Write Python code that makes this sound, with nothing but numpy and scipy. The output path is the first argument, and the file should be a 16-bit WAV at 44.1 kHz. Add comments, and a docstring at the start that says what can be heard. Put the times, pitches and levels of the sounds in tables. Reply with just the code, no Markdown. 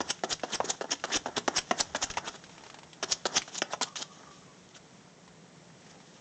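"""A puppy digs at a cardboard box on a carpet: each paw slaps the panel, exciting its resonant modes,
then the claws rake down the card in stick-slip, with short ticks and soft thumps as the box rocks.
The box creaks in runs of even slips, fur rubs as filtered jolts, and a faint wheeze flutters as a tone.
A small room answers with decaying noise and hums as shaped noise; a phone microphone dulls the treble."""
import sys
import numpy as np
from scipy import signal
from scipy.fft import rfft, irfft, next_fast_len
from scipy.io import wavfile
from scipy.ndimage import map_coordinates

SR = 44100
rng = np.random.default_rng(int(sys.argv[2]) if len(sys.argv) > 2 else 0)


def magnitude_from_level(level_db):
    """Linear magnitude for a level in decibels (20 dB per decade)."""
    exponent = np.asarray(level_db, float) / 20
    return 10 ** exponent


def output_pcm(signal):
    """Save a mono or channel-first signal as 16-bit PCM at the path in sys.argv[1].

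    Samples are clipped to [-1, 1] before scaling.
    """
    pcm = np.clip(np.atleast_2d(signal).T, -1, 1) * 32767
    wavfile.write(sys.argv[1], SR, np.round(pcm).astype(np.int16))


N = 273787
TIME = np.arange(N) / SR  # seconds

# Paw landings. Each row: start in seconds, then levels in dB, before trims common to all rows,
# of the peak, the low panel modes, the high panel modes and the claw skid.
SLAPS = [(0.004, -18, -13.5, -13, -34.5), (0.236, -17.5, -4, -11.5, -31), (0.434, -20, -11.5, -13, -38.5),
         (0.602, -14.5, -33, -25, -58), (0.642, -28.5, -3, -27, -41.5), (0.81, -21.5, -16.5, -15.5, -40),
         (0.842, -26.5, -10.5, -20, -60), (1.039, -19, -6.5, -4, -32), (1.259, -19.5, -9.5, -12.5, -41),
         (1.283, -30, -14, -26, -69), (1.478, -12, -15, -12.5, -25.5), (1.71, -13, -6, -8.5, -31.5),
         (1.948, -19, -16, -5.5, -41), (2.1, -31.5, -2, 6, -33), (2.171, -19.5, -27, -11.5, -33),
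         (3.027, -22, -9.5, -4, -27), (3.254, -18, -11, -11.5, -24), (3.478, -33.5, -19, -6, -43),
         (3.619, -12.5, -2, 4, -29), (3.734, -21, -26, -15, -44), (3.811, -21, -24, -10, -28.5),
         (3.872, -41, -24, -9, -47.5), (3.956, -32.5, -41, -11, -30.5)]
# Modes of the box panel. Each row: frequency in Hz, width in Hz, level in dB.
PANEL = [(82, 34, -11.5), (247, 97, -2), (400.5, 102, 0.5), (699, 217, 0.5), (985, 210, -0.5),
         (1323, 284, -2.5), (1866, 323, -5.5), (2920, 490, -12), (6080, 640, -18.5)]
# Resonances of a claw on card fibres. Each row: frequency in Hz, width in Hz, level in dB.
FIBRES = [(1390, 660, -16), (3270, 960, -3), (4440, 1700, -5.5), (5580, 1120, -1.5), (6930, 1130, -1),
          (7313, 1520, -7)]


def unit(x):
    """Normalisation to a root-mean-square of 1."""
    return x / np.sqrt(np.mean(x ** 2) + 1e-20)


def along(points, hz):
    """Interpolation of (Hz, value) points on a logarithmic frequency axis."""
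    f, v = np.transpose(points)
    return np.interp(np.log(hz + 1), np.log(f + 1), v)


def curves(rows):
    """Linear interpolation in time: one value per sample for each column after the time."""
    s, *cols = np.transpose(rows)
    return [np.interp(TIME, s, c) for c in cols]


def wobble(rate):
    """Smooth random modulation: a spline through random knots, rate of them a second (400 at most)."""
    knots = rng.standard_normal(int(N / SR * 400) + 4)
    return map_coordinates(knots, [TIME * min(rate, 400)])


def filtered(x, response):
    """Linear filtering: the spectrum of x times a response given over frequency."""
    m = next_fast_len(len(x) + 8192)
    return irfft(rfft(x, m) * response(np.fft.rfftfreq(m, 1 / SR)), m)[:len(x)]


def ringing(modes):
    """Modal superposition: causal second-order resonances summed with alternating sign."""
    def response(f):
        total = 0
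        for k, (centre, width, db) in enumerate(modes):
            damping = 1j * f * width
            total = total + (-1) ** k * magnitude_from_level(db) * damping / (centre * centre - f * f + damping)
        return total
    return response


def catches(share, spread_db):
    """Stick-slip force: a share of samples carry a jolt of widely varying size."""
    jolt = rng.standard_normal(N) * magnitude_from_level(spread_db * rng.exponential(size=N))
    return unit(jolt * (rng.random(N) < share))


def gritty(modes, share, spread_db, flicker_db):
    """Stick-slip excitation of modes whose strengths flicker as the contact point moves."""
    force = catches(share, spread_db)
    total = np.zeros(N)
    for k, mode in enumerate(modes):
        strength = magnitude_from_level(flicker_db * wobble(70))
        total += (-1) ** k * strength * filtered(force, ringing([mode]))
    return unit(total)


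def add(track, s, sound):
    """Superposition: mixes a sound into the track at time s."""
    room = track[round(s * SR):][:len(sound)]
    room += sound[:len(room)]


def damped_click(track, s, db, hz):
    """Free decay: a damped sine rings on a dull burst of resonant noise."""
    t = TIME[:1024]
    ring = np.sin(2 * np.pi * hz * t) * magnitude_from_level(-60 * t * hz / 16)  # falls 60 dB in sixteen cycles
    burst = 1.12 * rng.standard_normal(len(t)) * magnitude_from_level(-60 * t / 0.053)
    click = filtered(burst, ringing([(2500, 2400, 0)]))
    add(track, s, magnitude_from_level(db - 9.0) * (ring + click))


def room_tone():
    """Stationary noise: a fixed spectral shape gives hum and hiss, its level drifting slightly."""
    # Spectrum of the quiet room. Each row: frequency in Hz, relative density in dB per Hz.
    tone_spectrum = [(15, -57.5), (25, -31), (80, -23.5), (107, -10), (176, 1.5), (214, -7.5), (268, -8),
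                     (369, -11), (428, -9), (1590, -21.5), (2030, -19.5), (2940, -25), (6640, -25.5),
                     (8100, -23.5), (9160, -47), (11900, -96), (20200, -120)]
    hum = filtered(rng.standard_normal(N), lambda f: magnitude_from_level(along(tone_spectrum, f)))
    return magnitude_from_level(-56 + 0.63 * wobble(6.4)) * unit(hum)


def drag():
    """Sliding friction: clumpy rubbing, bright on carpet, dull on panel; the dog's weight thuds under it."""
    # Fur and pads dragging. Each row: time in seconds, level on the carpet in dB,
    # level on the panel in dB, both before a fixed trim.
    drag_levels = [(0.0, -56.5, -50.5), (0.34, -58.5, -62.5), (0.5, -49.5, -46.5), (0.71, -54.5, -49),
                   (0.86, -60, -63), (1.14, -55, -49), (1.3, -58, -51), (1.64, -52.5, -51.5),
                   (2.16, -54, -45), (2.4, -58, -55), (2.66, -56.5, -51), (2.85, -61.5, -58.5),
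                   (3.45, -54, -54), (3.6, -63, -64), (4.0, -59, -63), (4.25, -54.5, -51.5),
                   (4.44, -62, -61), (5.6, -66, -61), (6.2, -57.5, -58)]
    rustle_db, panel_db = curves(drag_levels)
    weight_db = -74 + 0.9 * (panel_db + 56)  # follows the rubbing on the panel
    rustle = unit(filtered(catches(share=.3, spread_db=2.0), ringing(FIBRES)))
    panel = unit(filtered(catches(share=0.05, spread_db=2.0), ringing(PANEL[1:7])))
    thuds = unit(filtered(rng.standard_normal(N), ringing(PANEL[:1])))
    rustle = magnitude_from_level(rustle_db - 3.5 + 1.7 * wobble(31)) * rustle
    panel = magnitude_from_level(panel_db - 6.5 + 2.4 * wobble(30)) * panel
    return rustle + panel + magnitude_from_level(weight_db + 4.3 * wobble(14)) * thuds


def slaps():
    """Impact excitation: pad and four claws strike in quick turn, stirring modes by spot; the claws skid."""
    out, skid, t = np.zeros(N), np.zeros(N), TIME[:4096]
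    for s, db, low_db, high_db, skid_db in SLAPS:
        luck = rng.random((3, len(PANEL)))
        # seconds over which the claws land: a hard blow lands them closer together
        spread = np.clip(.008 - .0012 * (db + 12), .004, .017)
        force = np.zeros(len(t))
        when = np.r_[0, luck[0, :4] * spread]
        claws = (.85 - .65 * luck[0, :4]) * np.sign(luck[0, 4:8] - .3)  # later claws land softer
        force[(when * SR).astype(int)] = np.r_[1, claws]
        force += 0.13 * rng.standard_normal(len(t)) * magnitude_from_level(-60 * t / (3.08 * spread))  # the pad rolls flat
        # mode gain at the landing spot: (Hz, dB)
        spot = [(80, -11.0), (300, low_db + 9.5), (400, low_db + 11), (850, -0.5), (1600, high_db + 8)]
        modes = []
        for (hz, width, level), a, b in zip(PANEL, luck[1], luck[2]):
            modes.append((hz * (0.931 + 0.095 * a), width, level + along(spot, hz) + 4 * b))
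        knock = filtered(force, ringing(modes))
        add(out, s, magnitude_from_level(db + 0.5) * knock / abs(knock).max())
        # the skid falls 20 dB in 5 ms once the claws are down
        add(skid, s, magnitude_from_level(skid_db - 6.5 - 20 * np.maximum(t - spread, 0) / 0.005))
    return out + skid * gritty(FIBRES, share=.25, spread_db=2.1, flicker_db=1.5)


def walls(x):
    """Reverberation: noise tails, redrawn every tenth of a second, decay at a rate set by frequency."""
    # Decay of the room. Each row: frequency in Hz, time to fall 60 dB in seconds.
    decay_times = [(200, .25), (1000, .2), (7000, 0.14)]
    out, step = np.zeros(N), SR // 10
    for start in range(0, N, step):
        hz, t, z = signal.stft(rng.standard_normal(SR // 4), SR, nperseg=256)
        decay = magnitude_from_level(-60 * t / along(decay_times, hz)[:, None])
        tail = signal.istft(z * decay, SR, nperseg=256)[1]
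        answer = signal.fftconvolve(x[start:start + step], tail / np.linalg.norm(tail))
        add(out, start / SR + .004, answer)
    return out


def strokes():
    """Stick-slip friction: claws speed up down the card, hold, let go; panel rumble leads the rasp."""
    # Claw strokes. Each row: release in seconds, rasp level in dB, panel rumble level in dB,
    # rasp rise time per 20 dB in ms, hold before release in ms (both times kept within 1 to 90).
    stroke_rows = [(0.109, -24, -36.5, 22.5, 0.88), (0.335, -29.5, -37, 16.5, 25.3),
                   (0.557, -31.5, -36, 25, 21.6), (0.659, -42.5, -54, 7, 10),
                   (0.709, -27.5, -36.2, 23.5, 3.5), (0.751, -53.5, -51, 34, 12),
                   (0.936, -32, -35, 14.5, 20), (1.17, -28.5, -34, 34, 34), (1.386, -31, -33.5, 7.5, 18.4),
                   (1.589, -26, -34.5, 20.5, 17), (1.81, -21, -31.5, 24.5, 0.87),
                   (1.967, -37.5, -37, 28, 7), (2.043, -28, -34.5, 9.5, 17.5), (2.29, -34, -41.5, 26.5, 15),
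                   (2.361, -45, -47, 39, 1.1), (3.127, -22.5, -37.5, 27.5, 0.81),
                   (3.381, -22.5, -32.5, 35.5, 4.7), (3.561, -35, -50.5, 37, 4.3),
                   (3.588, -34, -47, 27, 5.3), (3.74, -37, -40, 28, 6.5), (3.838, -28.5, -38.5, 62, 6.9),
                   (4.0, -43.5, -60, 80, 27), (4.027, -31.5, -42.5, 26, 1), (4.776, -52.5, -58, 11, 26),
                   (5.915, -56.5, -62, 28, 9.4)]
    # Treble of the rasp. Each row: time in seconds, gain in dB well above the knee.
    treble_gain = [(0, 0.5), (0.7, 0), (1.3, -0.5), (1.6, 1.8), (2.04, 3.5), (2.4, -4.5), (3.1, 2.5),
                   (3.6, -1.5), (4.1, 1.5), (6.2, 3)]
    treble_knee_hz, landing_lead_s, let_go_ms = 5070, .012, 9  # let go: ms to fall 20 dB
    rasp, rumble = np.zeros((2, N))
    landings = np.array([row[0] for row in SLAPS])
    for s, db, rumble_db, *ms in stroke_rows:
        rise, hold, fall = np.clip([*ms, let_go_ms], 1, 90) / 1000
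        before, after = np.maximum(s - hold - TIME, 0), np.maximum(TIME - s, 0)
        # nothing rasps before the paw is on the box
        down = TIME > landings[landings < s - landing_lead_s].max()
        snap_db = 4 * np.exp(-((TIME - s + 0.0057) / 0.0016) ** 2)  # the tips spring free
        rasp += down * magnitude_from_level(db + snap_db - 20 * before / rise - 20 * after / fall)
        rasp += (TIME > s) * magnitude_from_level(db - 31.5 - 20 * after / 0.1)  # the pads slide off onto the carpet
        rumble += down * magnitude_from_level(rumble_db - 20 * before / (2.41 * rise) - 20 * after / (1.4 * fall))
    ribs = magnitude_from_level(1.36 * wobble(220))  # the corrugation makes the grip uneven
    fibres = unit(ribs * gritty(FIBRES, share=.25, spread_db=1.1, flicker_db=2.5))
    panel = unit(ribs * gritty(PANEL[1:7], share=.05, spread_db=1.5, flicker_db=2.0))
    treble = filtered(fibres, lambda f: 1 / (1 + (treble_knee_hz / (f + 1)) ** 8))
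    fibres = fibres + (magnitude_from_level(curves(treble_gain)[0]) - 1) * treble
    return rasp * fibres + rumble * panel


def thumps():
    """Impulsive loading: each rock of the box under a hard pull is one soft push on a low, broad mode."""
    # Rocks of the box on the carpet. Each row: time in seconds, level of the push in dB.
    rocks = [(.108, -51), (.33, -41.5), (.556, -45), (0.705, -50), (1.165, -38), (1.379, -56), (1.586, -38),
             (1.807, -38.5), (2.041, -38), (2.104, -35.5), (2.298, -54), (3.125, -43), (3.38, -43)]
    push = sum(magnitude_from_level(db) * np.exp(-((TIME - s) / 0.0019) ** 2) for s, db in rocks)
    return filtered(push, ringing([(45, 210, 0.015)]))


def ticks():
    """Free vibration: claw tips, and the louder slips of the creaking box, each ring at their own pitch."""
    # Short clicks: claw tips, and the louder slips of the creaking box.
    # Each row: start in seconds, level in dB before a fixed trim, pitch in Hz.
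    tick_rows = [(0.191, -35, 1580), (0.396, -28.5, 2220), (0.496, -38, 929), (0.954, -32, 3530),
                 (0.998, -33.5, 2800), (2.138, -25.5, 2750), (2.439, -30, 1610), (2.7, -28, 1270),
                 (2.931, -29, 3280), (3.419, -20.5, 2160), (4.764, -33, 1450), (5.278, -37, 1000),
                 (5.82, -42, 1890), (5.865, -39, 1900), (5.955, -41.5, 825), (6.003, -42, 1660)]
    out = np.zeros(N)
    for s, db, hz in tick_rows:
        damped_click(out, s, db, hz)
    return out


def creaks():
    """Periodic stick-slip: the settling box gives way in runs of evenly spaced slips."""
    # Runs of slips. Each row: first slip in seconds, spacing in seconds, number of slips,
    # mean level in dB before a fixed trim.
    creak_runs = [(2.4655, .0285, 8, -37), (2.743, .0445, 3, -36.5)]
    out = np.zeros(N)
    for s, gap, count, db in creak_runs:
        for k in range(count):
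            slip_db = db + 4.5 * rng.standard_normal()
            slip_hz = 900 * (1 + 0.026 * rng.standard_normal())
            damped_click(out, s + k * gap, slip_db, slip_hz)
    return out


def wheeze():
    """Amplitude modulation: random flutter blurs a gliding sine that fades in and out."""
    # A faint narrow wheeze. Each row: time in seconds, frequency in Hz, level in dB.
    wheeze_line = [(3.84, 1150, -52), (4.08, 1160, -62), (4.2, 1200, -60), (4.33, 1160, -59),
                   (4.44, 1206, -67), (4.48, 1090, -64), (4.55, 1060, -69), (4.6, 1060, -75)]
    hz, db = curves(wheeze_line)
    from_ends = np.minimum(TIME - wheeze_line[0][0], wheeze_line[-1][0] - TIME)
    sounding = np.clip(from_ends / 0.036, 0, 1)  # 36 ms fades
    flutter = unit(wobble(160)) * magnitude_from_level(1.5 * wobble(30))
    tone = np.sqrt(2) * np.sin(2 * np.pi * np.cumsum(hz) / SR)
    return sounding * magnitude_from_level(db) * flutter * tone


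def scene():
    """Superposition of direct sound and reverberation: the dog at the box, in the room."""
    near = slaps() + strokes() + thumps() + ticks() + creaks() + drag()
    return (near + magnitude_from_level(-14.5) * walls(near) + wheeze() + room_tone())[None]


def low_pass(x):
    """Removes everything above the highest recorded frequency."""
    return signal.sosfilt(signal.butter(12, 9310, fs=SR, output="sos"), x)


def record(dry):
    """Low-pass filtering: the phone rolls off steeply above 8 kHz."""
    rolloff = [(7600, 0.5), (8500, -8.0), (9000, -21.0), (9350, -51.0)]  # (Hz, dB)
    band = filtered(dry[0], lambda f: magnitude_from_level(along(rolloff, f)))
    return low_pass(band[None])


dry = scene()
out = record(dry)
output_pcm(out)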